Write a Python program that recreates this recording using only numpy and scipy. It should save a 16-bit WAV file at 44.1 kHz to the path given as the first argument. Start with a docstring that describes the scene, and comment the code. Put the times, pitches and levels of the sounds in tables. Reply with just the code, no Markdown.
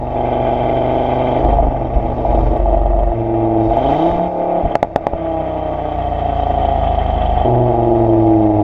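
"""Five-cylinder turbo exhaust

A boxed microphone on the rear bumper hears the engine pull, burble, coast, blip, backfire and slow down.
Firing pulses and gated gas noise ring the open tailpipe, over clean firing tones and a low lope.
Filtered noise and gliding sines make the turbo; impulses and noise bursts make the bangs and treble ticks.
The loudest peaks overload and flatten at full scale."""
import sys
import numpy as np
from scipy import signal
from scipy.fft import irfft
from scipy.io import wavfile
from scipy.ndimage import uniform_filter1d

SR = 44100
rng = np.random.default_rng(int(sys.argv[2]) if len(sys.argv) > 2 else 0)


def persist_wave(psi):
    """Save psi, clipped to +-1, as 16-bit WAV."""
    counts = np.round(np.clip(psi, -1, 1) * 32767).astype(np.int16)
    wavfile.write(sys.argv[1], SR, np.atleast_2d(counts).T)


N = 380583
HZ = np.fft.rfftfreq(8192, 1 / SR)  # frequency grid of the filters


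def amp(db):
    """Decibel law: converts a level to an amplitude gain."""
    return 10 ** (np.asarray(db) / 20)


def evened(x):
    """Power normalisation: scales the whole signal to rms 1."""
    return x / np.sqrt(np.mean(x ** 2) + 1e-20)


def steady(x, span=SR // 4):
    """Running power normalisation: brings the moving rms to 1."""
    return x / np.sqrt(abs(uniform_filter1d(x ** 2, size=span)) + 1e-20)


def drift(span):
    """Low-pass random process: noise averaged twice over span samples, at rms 1."""
    once = uniform_filter1d(rng.standard_normal(N), size=span)
    return evened(uniform_filter1d(once, size=span))


def decaying(x, decay_s):
    """Exponential relaxation: each impulse dies away with time constant decay_s."""
    return signal.lfilter([1], [1, -np.exp(-1 / (decay_s * SR))], x)


def along(table):
    """Linear interpolation in time: each column of a table as a curve over all samples."""
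    s, *columns = np.transpose(table)
    return [np.interp(np.arange(N) / SR, s, c) for c in columns]


def read(points, hz):
    """Spectral interpolation: straight lines on a log-frequency axis."""
    f, value = np.transpose(points)
    return np.interp(np.log(hz + 1), np.log(f + 1), value)


def joined(db, gain):
    """Power addition: level in dB of two unrelated sounds together."""
    return 10 * np.log10(amp(db) ** 2 + gain ** 2)


def modes(table, top_hz):
    """Modal summation: gain of steep resonances in power; the box shuts out what lies above top_hz."""
    rings = sum(amp(2 * db) / (1 + (2 * (HZ - hz) / width) ** 2) ** 1.488 for hz, width, db in table)
    return np.sqrt(rings / (1 + (HZ / top_hz) ** 16))


def lifts(table):
    """Resonant equalisation: gain over HZ of peaks or dips."""
    return amp(sum(db / (1 + (2 * (HZ - hz) / width) ** 2) for hz, width, db in table))


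def colour(x, gain):
    """Minimum-phase filtering: a causal filter shaped as gain; a click comes out with peak 1."""
    log = np.log(np.maximum(gain / gain.max(), 1e-5))
    mirrored = np.concatenate([log, log[-2:0:-1]])
    phase = -signal.hilbert(mirrored).imag[:len(log)]
    taps = irfft(np.exp(log + 1j * phase))[:4096]
    return signal.oaconvolve(np.ravel(x), taps / abs(taps).max())[:N].reshape(np.shape(x))


def resonate(x, hz, width):
    """Heterodyne resonance along the curve hz: filtered both ways, it swells as slowly as it dies."""
    turn = np.exp(2j * np.pi * np.cumsum(hz) / SR)
    r = np.exp(-np.pi * width / SR)
    return (turn * signal.filtfilt([1 - r], [1, -r], x / turn)).real


# round trips in the tailpipe: delay_s, level_db
PIPE_ECHOES = [(.0072, -16.5), (.0145, -19.5)]


def echoed(x):
    """Pipe reflection: each pulse runs up the pipe and back."""
    return x + sum(amp(db) * np.roll(x, round(s * SR)) for s, db in PIPE_ECHOES)


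# what the driver does, each row until the next; the engine's resonances then shape the levels:
# start_s, firing_tone_db, pipe_boom_db, lope_db, upper_tones_db, load (0-1)
PHASES = [(0, -30.5, -55, -26.5, -34.5, 0.27), (0.152, -27.5, -33, -27.5, -32, 1),
          (1.38, -29, -44, -24, -40.5, 0.45), (2.58, -34.5, -32, -29, -48, 0),
          (3.144, -23, -28, -27.5, -33, 0.5), (3.678, -28, -40, -27.5, -28, 0.57),
          (4.289, -34.5, -28.5, -29, -32, 0.6), (4.617, -48.5, -47, -24.5, -55, 0.4),
          (5.192, -38, -58, -20, -31.5, 0.3), (5.951, -37, -44, -16.5, -35, 0.1),
          (7.447, -19.5, -21, -25, -35, 0.16)]
# loose burns in each phase: share (0-1)
MISFIRE = [.1, .06, .62, .35, .04, .11, .04, .62, .15, .2, .06]
FUEL_CUT_S = PHASES[7][0]
CHANGE_S = 0.0075  # from one phase to the next


def phases():
    """Smoothed step control: each phase column and the misfire share, with soft edges."""
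    start, *columns = np.transpose(PHASES)
    now = np.maximum(np.searchsorted(start, np.arange(N) / SR, "right") - 1, 0)
    steps = [c[now] for c in (*columns, np.array(MISFIRE))]
    return [uniform_filter1d(step, size=round(CHANGE_S * SR), mode="nearest") for step in steps]


# clusters of late burns that shake the silencer, before its resonance acts: start_s, length_s, lope_db
BURBLES = [(1.436, 0.26, -11), (1.952, 0.037, -7), (2.025, 0.11, -21.5), (2.287, 0.26, -11.5),
           (2.59, .53, -11.5), (3.669, 0.062, -17.5), (3.832, 0.1, -23), (4.089, 0.095, -22),
           (4.268, 0.024, -26), (4.634, 0.05, -15), (5.137, 0.023, -17)]
BURBLE_EDGE_S = .022  # rise and fall


def burbles():
    """Trapezoidal envelope: the gain of the burbles rises, holds and falls."""
    t = np.arange(N) / SR
    total = 0
    for s, length, db in BURBLES:
        inside = np.minimum(t - s, s + length - t)
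        total = total + amp(db) * np.clip(inside / BURBLE_EDGE_S + .5, 0, 1)
    return total


# each cylinder's pulse at the tailpipe, strength before a lopsided engine widens it:
# strength_db, manifold_delay_s
CYLINDERS = [(0, 0), (-2.5, .00029), (-1.5, .00086), (-3, .00029), (-2, 0)]
WANDER_S, LATE_S = .00016, .00077  # slow timing drift of each cylinder; scatter of fully loose burns


def firings(turns, misfire, lopsided):
    """Cyclic combustion: five pulses a cycle, of cylinder strength and chance strength, and charge noise."""
    fired = np.flatnonzero(np.diff((5 * turns).astype(int)))[:-1]
    count = np.arange(len(fired))
    cylinder_db, delay = np.transpose(CYLINDERS)[:, (count + 1) % 5]
    strength, charge, scatter = rng.standard_normal((len(fired), 3)).T
    loose = misfire[fired]
    # each cylinder reads its own stretch of one drift
    wander = WANDER_S * (2 + drift(5000)[(fired + count % 5 * (N // 5)) % N])
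    late = delay + wander + LATE_S * loose * scatter
    pulse_db = (1 + 1.6 * lopsided[fired]) * cylinder_db + (.7 + 7 * loose) * np.minimum(strength, .8)
    pulses, uneven = np.zeros((2, N))
    pulses[fired + np.round(late * SR).astype(int)] = amp(pulse_db)
    uneven[fired] = np.tanh(2 * charge)  # a charge burns or does not
    return pulses, uneven


# relative ring of tailpipe and microphone box: pitch_hz, width_hz, level_db
PIPE_RINGS = [(275, 130, -5.5), (329.7, 15, 8), (447, 69, -4), (528, 190, -11), (659.3, 86, 6.5),
              (808, 23, 2.5), (851, 69, -6.5)]
PIPE_HZ, PIPE_WIDTH_HZ, BOOM_LIFT_DB = 337, 6.7, 9  # the boom swells as it nears the pipe resonance
UPPER_FLOOR_DB = -26.5  # upper tones between the rings


def drone(hz, turns, tone_db, boom_db, upper_db):
    """Harmonic series of five like pulses a cycle: clean tones, with the pipe boom on the third."""
    boom_db = boom_db + BOOM_LIFT_DB / (1 + ((15 * hz - PIPE_HZ) / PIPE_WIDTH_HZ) ** 2)
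    # the second tone swells as it crosses the pipe resonance
    passing_db = 9 / (1 + ((10 * hz - PIPE_HZ) / 24) ** 2)
    rings_db = 20 * np.log10(modes(PIPE_RINGS, top_hz=1500) + amp(UPPER_FLOOR_DB))
    upper = [upper_db + np.interp(5 * k * hz, HZ, rings_db) for k in range(4, 9)]
    out = 0
    for k, db in enumerate([tone_db, tone_db - 11.0 + passing_db, boom_db] + upper, start=1):
        out = out + np.sqrt(2) * amp(db + 2.2 * drift(2000)) * np.sin(2 * np.pi * 5 * k * turns)
    return out


# unequal cylinders sound between the firing orders, relative levels: multiple_of_cycle, level_db
LOPE_ORDERS = [(1, -20), (2, -7), (3, -10), (4, -19), (6, -22.5), (8, -23.5)]


def lope(turns, uneven, misfire):
    """Subharmonic orders of unequal cylinders; misfires turn them into loose booms in the silencer."""
    tones = 0
    for k, db in LOPE_ORDERS:
        angle = 2 * np.pi * k * (turns - .12) + .3 * k ** 2
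        tones = tones - amp(db + 0.31 * drift(3000)) * np.cos(angle)
    booms = colour(uneven, modes([(47.5, 78, -8.0), (82, 380, -18.0)], top_hz=403))
    return np.sqrt(1 - misfire ** 2) * evened(tones) + misfire * steady(booms, span=SR // 16)


# the main ring wanders as the gas heats and cools: time_s, pitch_hz
MAIN_RING = [(0, 693), (1.5, 690), (2.5, 655), (3.8, 670), (4, 745), (4.08, 680), (5.3, 660), (6.1, 700),
             (7.4, 722), (7.6, 670), (8.63, 680)]
MAIN_WIDTH_HZ, MAIN_TAKES = 120, .7  # MAIN_TAKES: share of the sharp rasp that lazy burns replace


def rasp(pulses, misfire, lopsided, boost_db):
    """Impulse excitation of pipe modes: firing pulses and the gas puffs behind them ring the tailpipe."""
    puff = evened(decaying(pulses, 0.009))
    gas = (.13 + misfire) * evened((puff + .3) * rng.standard_normal(N))
    drive = echoed(gas + evened(pulses))
    sharp = steady(colour(drive, modes(PIPE_RINGS, top_hz=1230)))
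    # slow lazy burns swell in the main ring alone
    soft = steady(resonate(drive, along(MAIN_RING)[0], MAIN_WIDTH_HZ))
    lazy = lopsided * (1 - 0.63 * misfire) * soft
    return steady((1 - MAIN_TAKES * lopsided) * sharp + lazy + amp(boost_db) * soft)


# relative spectrum of the gas hiss: pitch_hz, density_db per Hz
HISS_SPECTRUM = [(590, 0), (1000, -5), (1070, -8.5), (1180, 0), (1320, -12.5), (1620, -10.5), (1890, -12.5),
                 (2210, -15), (2700, -19.5), (2860, -32), (3050, -21.5), (3160, -27), (3530, -30.5),
                 (4590, -66), (7770, -120)]
# rings in the hiss: pitch_hz, width_hz, loaded_lift_db, shut_throttle_lift_db
HISS_RINGS = [(1134, 11, 9.5, 11.5), (1529, 150, 13, 4.5), (1865, 110, 3, 10), (2038, 210, 6.5, 2.5),
              (2120, 69, 7, 0), (2360, 140, 11.5, -2), (2665, 150, 7, 7), (3460, 110, 14.5, -2.5),
              (2950, 39, 4, 10), (3580, 60, 7, 1)]


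def hiss(pulses, spurt, load):
    """Turbulent flow noise: each firing spurts gas, and the hiss spectrum follows the load."""
    flow = (spurt + 5.1) * amp(1.7 * drift(600)) * rng.standard_normal(N)
    spectrum = amp(read(HISS_SPECTRUM, HZ))
    rings = np.array(HISS_RINGS)
    loaded = evened(colour(flow, spectrum * lifts(rings[:, [0, 1, 2]])))
    shut = evened(colour(flow, spectrum * lifts(rings[:, [0, 1, 3]])))
    plain = np.clip(load, 0, 1) * loaded + np.clip(1 - load, 0, 1) * shut
    # the pulse fronts carry above the rasp
    edges = colour(np.sqrt(pulses), modes([(1130, 4000, 0)], top_hz=2600))
    return steady(plain + 0.21 * evened(colour(edges, spectrum)))


# hard gas flow sets these rings fluttering, relative levels: pitch_hz, width_hz, level_db
BUZZ_RINGS = [(3147, 160, 5), (3420, 67, -1)]
BUZZ_DB, BUZZ_SLOPE, BUZZ_FROM_DB = -47, 2.45, -31  # level at a hiss of BUZZ_FROM_DB, dB per dB of hiss
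BUZZ_STEADY = .6  # unpulsed part of the jets against the spurts
BOOST_DB = -44  # boost rings at a boost_db of 0


def buzz(spurt, hiss_db, boost_db):
    """Jet-driven resonance: fluttering gas excites narrow rings; high boost wakes two more."""
    flutter = amp(1.8 * drift(400))
    jets = (spurt + BUZZ_STEADY) * flutter * rng.standard_normal(N)
    flow_rings = steady(colour(jets, modes(BUZZ_RINGS, top_hz=3800)))
    boost_rings = steady(colour(jets, modes([(3300, 200, -5), (3710, 130, 0)], top_hz=3950)))
    flow_db = BUZZ_DB + BUZZ_SLOPE * (hiss_db - BUZZ_FROM_DB)
    return amp(flow_db) * flow_rings + amp(BOOST_DB + boost_db) * boost_rings


# engine speed: time_s, cycle_rate_hz
SPEED = [(0, 24.6), (.3, 24.75), (.5, 24.4), (.75, 24.85), (1.2, 25.3), (1.4, 25.25), (2.55, 23.55),
         (2.8, 23.2), (3.17, 22.85), (3.65, 22), (3.7, 22.4), (3.95, 30.1), (4.056, 33.8), (4.18, 35.1),
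         (4.25, 35.45), (4.62, 35.15), (4.95, 33), (5.25, 32.8), (6.5, 27.93), (7, 26.22), (7.5, 24.6),
         (8, 22.92), (8.63, 20.8)]
# levels of the two noisy layers, the rasp before burbles add to it: time_s, rasp_db, hiss_db
GAS_LEVELS = [(0, -22.5, -38), (.1, -23.5, -35.5), (.2, -17.5, -31.5), (.4, -16, -30), (1.35, -16, -29),
              (1.45, -14.5, -31), (1.7, -21, -34.5), (1.9, -22, -35.5), (2.4, -19.5, -34),
              (3.15, -24, -36.5), (3.6, -14.5, -35), (3.7, -19.5, -36), (3.722, -17.5, -30.5),
              (3.93, -15, -28), (4.14, -16, -31), (4.26, -19.5, -33), (4.31, -23.5, -40), (4.4, -17, -35.5),
              (4.58, -16.5, -34.5), (4.72, -19, -31), (4.78, -30.5, -41.5), (4.92, -29.5, -42),
              (5.12, -25, -37), (5.2, -23, -33.5), (5.8, -22.5, -32), (6.6, -16.5, -29.5),
              (7.25, -20, -28.5), (7.455, -14, -29), (7.49, -15.5, -32.5), (8.63, -16.5, -36)]
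# the lope fades as twice the cycle rate leaves the silencer resonance
SILENCER_HZ, SILENCER_WIDTH_HZ = 49.2, 5.66
BURBLE_RASP_DB = -9.5  # rasp against the lope of a burble
SPURT_S = .008  # decay of each gas spurt


def engine():
    """Source-filter principle: one cycle clock drives the tones, lope, rasp, hiss and buzz."""
    hz = along(SPEED)[0]
    turns = np.cumsum(hz) / SR - .1
    rasp_db, hiss_db = along(GAS_LEVELS)
    tone_db, boom_db, lope_db, upper_db, load, misfire = phases()
    boost_db = 1.3 * (along(TURBO_RUSH)[0] + 54)  # 0 dB at a rush of -54 dB

    burble = burbles()
    # near 1 burbles drive the silencer resonance; near 0 they only thump it
    near = 1 / (1 + ((2 * hz - SILENCER_HZ) / 12) ** 4)
    detuned = (2 * hz - SILENCER_HZ) / SILENCER_WIDTH_HZ
    lope_db = joined(lope_db - 10 * np.log10(1 + detuned ** 2), burble * amp(-10 * near))
    rasp_db = joined(rasp_db, burble * amp(BURBLE_RASP_DB))
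    booming = np.clip(np.maximum(misfire, (1 - near) * burble / amp(lope_db)), 0, 1)

    lopsided = np.clip((lope_db - tone_db) / 15, 0, 1)  # a strong lope means one cylinder leads
    pulses, uneven = firings(turns, misfire, lopsided)
    spurt = steady(decaying(pulses ** 2, SPURT_S))  # the strongest firings spit most

    out = drone(hz, turns, tone_db, boom_db, upper_db)
    out = out + amp(lope_db) * lope(turns, uneven, booming)
    # burbles drive the silencer at twice the cycle rate
    out -= amp(-2.5) * near * burble * np.cos(4 * np.pi * (turns - .12) + 2.0)
    out += amp(rasp_db) * rasp(pulses, misfire, lopsided, boost_db)
    out += amp(hiss_db) * hiss(pulses, spurt, load)
    return out + buzz(spurt, hiss_db, boost_db)


# relative spectrum of rushing air: pitch_hz, density_db per Hz
AIR_SPECTRUM = [(3300, -24.5), (4000, -2), (4500, 1), (5500, -1.5), (6800, -6), (8000, -17), (11000, -31),
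                (15000, -46)]
# rings in the rush: pitch_hz, width_hz, lift_db
AIR_RINGS = [(4470, 110, 6.5), (4900, 69, 2)]
# level of the rush: time_s, rush_db
TURBO_RUSH = [(0, -67.5), (0.18, -67), (0.6, -64.5), (1.35, -61.5), (1.7, -71.5), (2.42, -63),
              (2.72, -71.5), (3.55, -70), (3.66, -63.5), (3.8, -60.5), (3.95, -56), (4.1, -56.5),
              (4.26, -67), (4.92, -73.5), (6.4, -64), (7.41, -66), (7.55, -67.5), (8.6, -67.5)]
# faint whistles: start_s, end_s, start_hz, end_hz, level_db
WHISTLES = [(1.3, 2.898, 5770, 5020, -71), (5.65, 7.5, 8250, 6600, -85.5), (6.7, 8.6, 4520, 4460, -69),
            (.2, 1.8, 4900, 4520, -70)]


def turbo():
    """Broadband flow noise with tonal whistles: a smooth rush of air and thin wavering glides."""
    air = colour(rng.standard_normal(N), amp(read(AIR_SPECTRUM, HZ)) * lifts(AIR_RINGS))
    out = amp(along(TURBO_RUSH)[0] + 1.0 * drift(900)) * evened(air)
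    t = np.arange(N) / SR
    for start, end, hz, end_hz, db in WHISTLES:
        glide = np.interp(t, [start, end], [hz, end_hz]) + .007 * hz * drift(300)
        fade = np.clip(np.minimum(t - start, end - t) / .2, 0, 1)
        out += fade * amp(db + 3 * drift(1500)) * np.sin(2 * np.pi * np.cumsum(glide) / SR)
    return out


# backfires in the pipe, impulse levels before the mix gains: start_s, impulse_db, crack_db
BANGS = [(.145, -10, -56), (1.486, -9, -28), (1.585, -1, -40), (1.744, -7.5, -60), (2.249, -1.5, -63),
         (2.327, -8, -44), (2.374, -6, -49), (2.657, -3.5, -40), (2.71, -9, -42), (2.743, -5.5, -44.5),
         (2.899, -14, -45), (2.933, -11, -36), (3.073, -24, -39), (3.117, -6.5, -37), (3.709, -4.5, -42),
         (3.769, -1, -30), (3.92, -4, -32), (4.005, -29, -38), (4.06, -2, -31), (4.114, -6, -22),
         (4.195, -6, -31), (4.7536, 0, -9), (4.828, 0.5, -13.5), (4.847, -15, -34), (4.871, -23, -45),
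         (4.9599, -1, -10.5), (5.0678, -3, -16), (5.134, -9.5, -31)]
# relative spectrum of the crack: pitch_hz, density_db per Hz
CRACK_SPECTRUM = [(590, -16.5), (1000, -6.5), (1170, -8.5), (1490, -14.5), (1770, -10), (2230, -25),
                  (2750, -33.5), (3080, -30), (3530, -37), (4590, -84), (7770, -120)]


def bangs():
    """Impulse response of the tailpipe: a sudden pressure pulse rings it, with a short crack on top."""
    s, impulse_db, crack_db = np.transpose(BANGS)
    at = np.round(s * SR).astype(int)
    hard = s > FUEL_CUT_S  # then the bangs slam the pipe; earlier pops let it ring on
    ring, pop, crack = np.zeros((3, N))
    ring[at] = -amp(impulse_db) * hard
    pop[at] = -amp(impulse_db) * ~hard
    crack[at] = amp(crack_db)
    pop = colour(pop, modes([(676, 26, 8), (800, 120, -3)], top_hz=940))
    ring = colour(ring, modes([(643, 170, 3.5), (805, 110, 1.0), (285, 490, -5.0)], top_hz=1004))
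    burst = decaying(crack, 0.0013) * rng.standard_normal(N)
    puff = decaying(crack, 0.0039) * rng.standard_normal(N)  # hot gas jets out
    out = echoed(amp(4.0) * ring) + amp(-2.0) * pop
    out += amp(-39.0) * colour(puff, amp(read(AIR_SPECTRUM, HZ)))
    return out + amp(-2.5) * colour(burst, amp(read(CRACK_SPECTRUM, HZ)))


# faint dry ticks, level before the noise and filter: start_s, level_db
TICKS = [(2.576, -53), (2.732, -55), (2.8967, -63), (3.027, -56), (3.0694, -56), (3.7712, -50),
         (3.9185, -51), (3.9413, -56), (4.114, -54)]


def ticks():
    """Transient noise bursts: sub-millisecond decays of noise, treble only."""
    s, db = np.transpose(TICKS)
    spit = np.zeros(N)
    spit[np.round(s * SR).astype(int)] = amp(db)
    spit = decaying(spit, 0.00042) * rng.standard_normal(N)
    treble = modes([(7000, 7000, 0)], top_hz=10500) / (1 + (3800 / (HZ + 1)) ** 4)
    return colour(spit, treble)


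def scene():
    """Linear superposition: exhaust, turbo, backfires and ticks add at one microphone."""
    return (engine() + turbo() + bangs() + ticks())[None]


# the microphone box swallows these: pitch_hz, width_hz, lift_db
BOX_DIPS = [(1055, 64, -8), (1457, 21, -8.5), (1580, 190, -6.5), (1800, 170, -7)]
EDGE_HZ = 15000  # upper band limit


def record(dry):
    """Saturation and band limiting: box dips, overload that flattens at full scale, then a low-pass."""
    boxed = colour(dry, lifts(BOX_DIPS))
    clipped = boxed / (1 + abs(boxed) ** 30) ** (1 / 30)
    clipped = clipped * np.minimum(np.arange(N)[::-1] / 90, 1)  # 2 ms fade at the end
    low_pass = signal.firwin(511, EDGE_HZ, window=("kaiser", 9), fs=SR)
    return signal.oaconvolve(clipped, low_pass[None], "same")


dry = scene()
out = record(dry)
persist_wave(out)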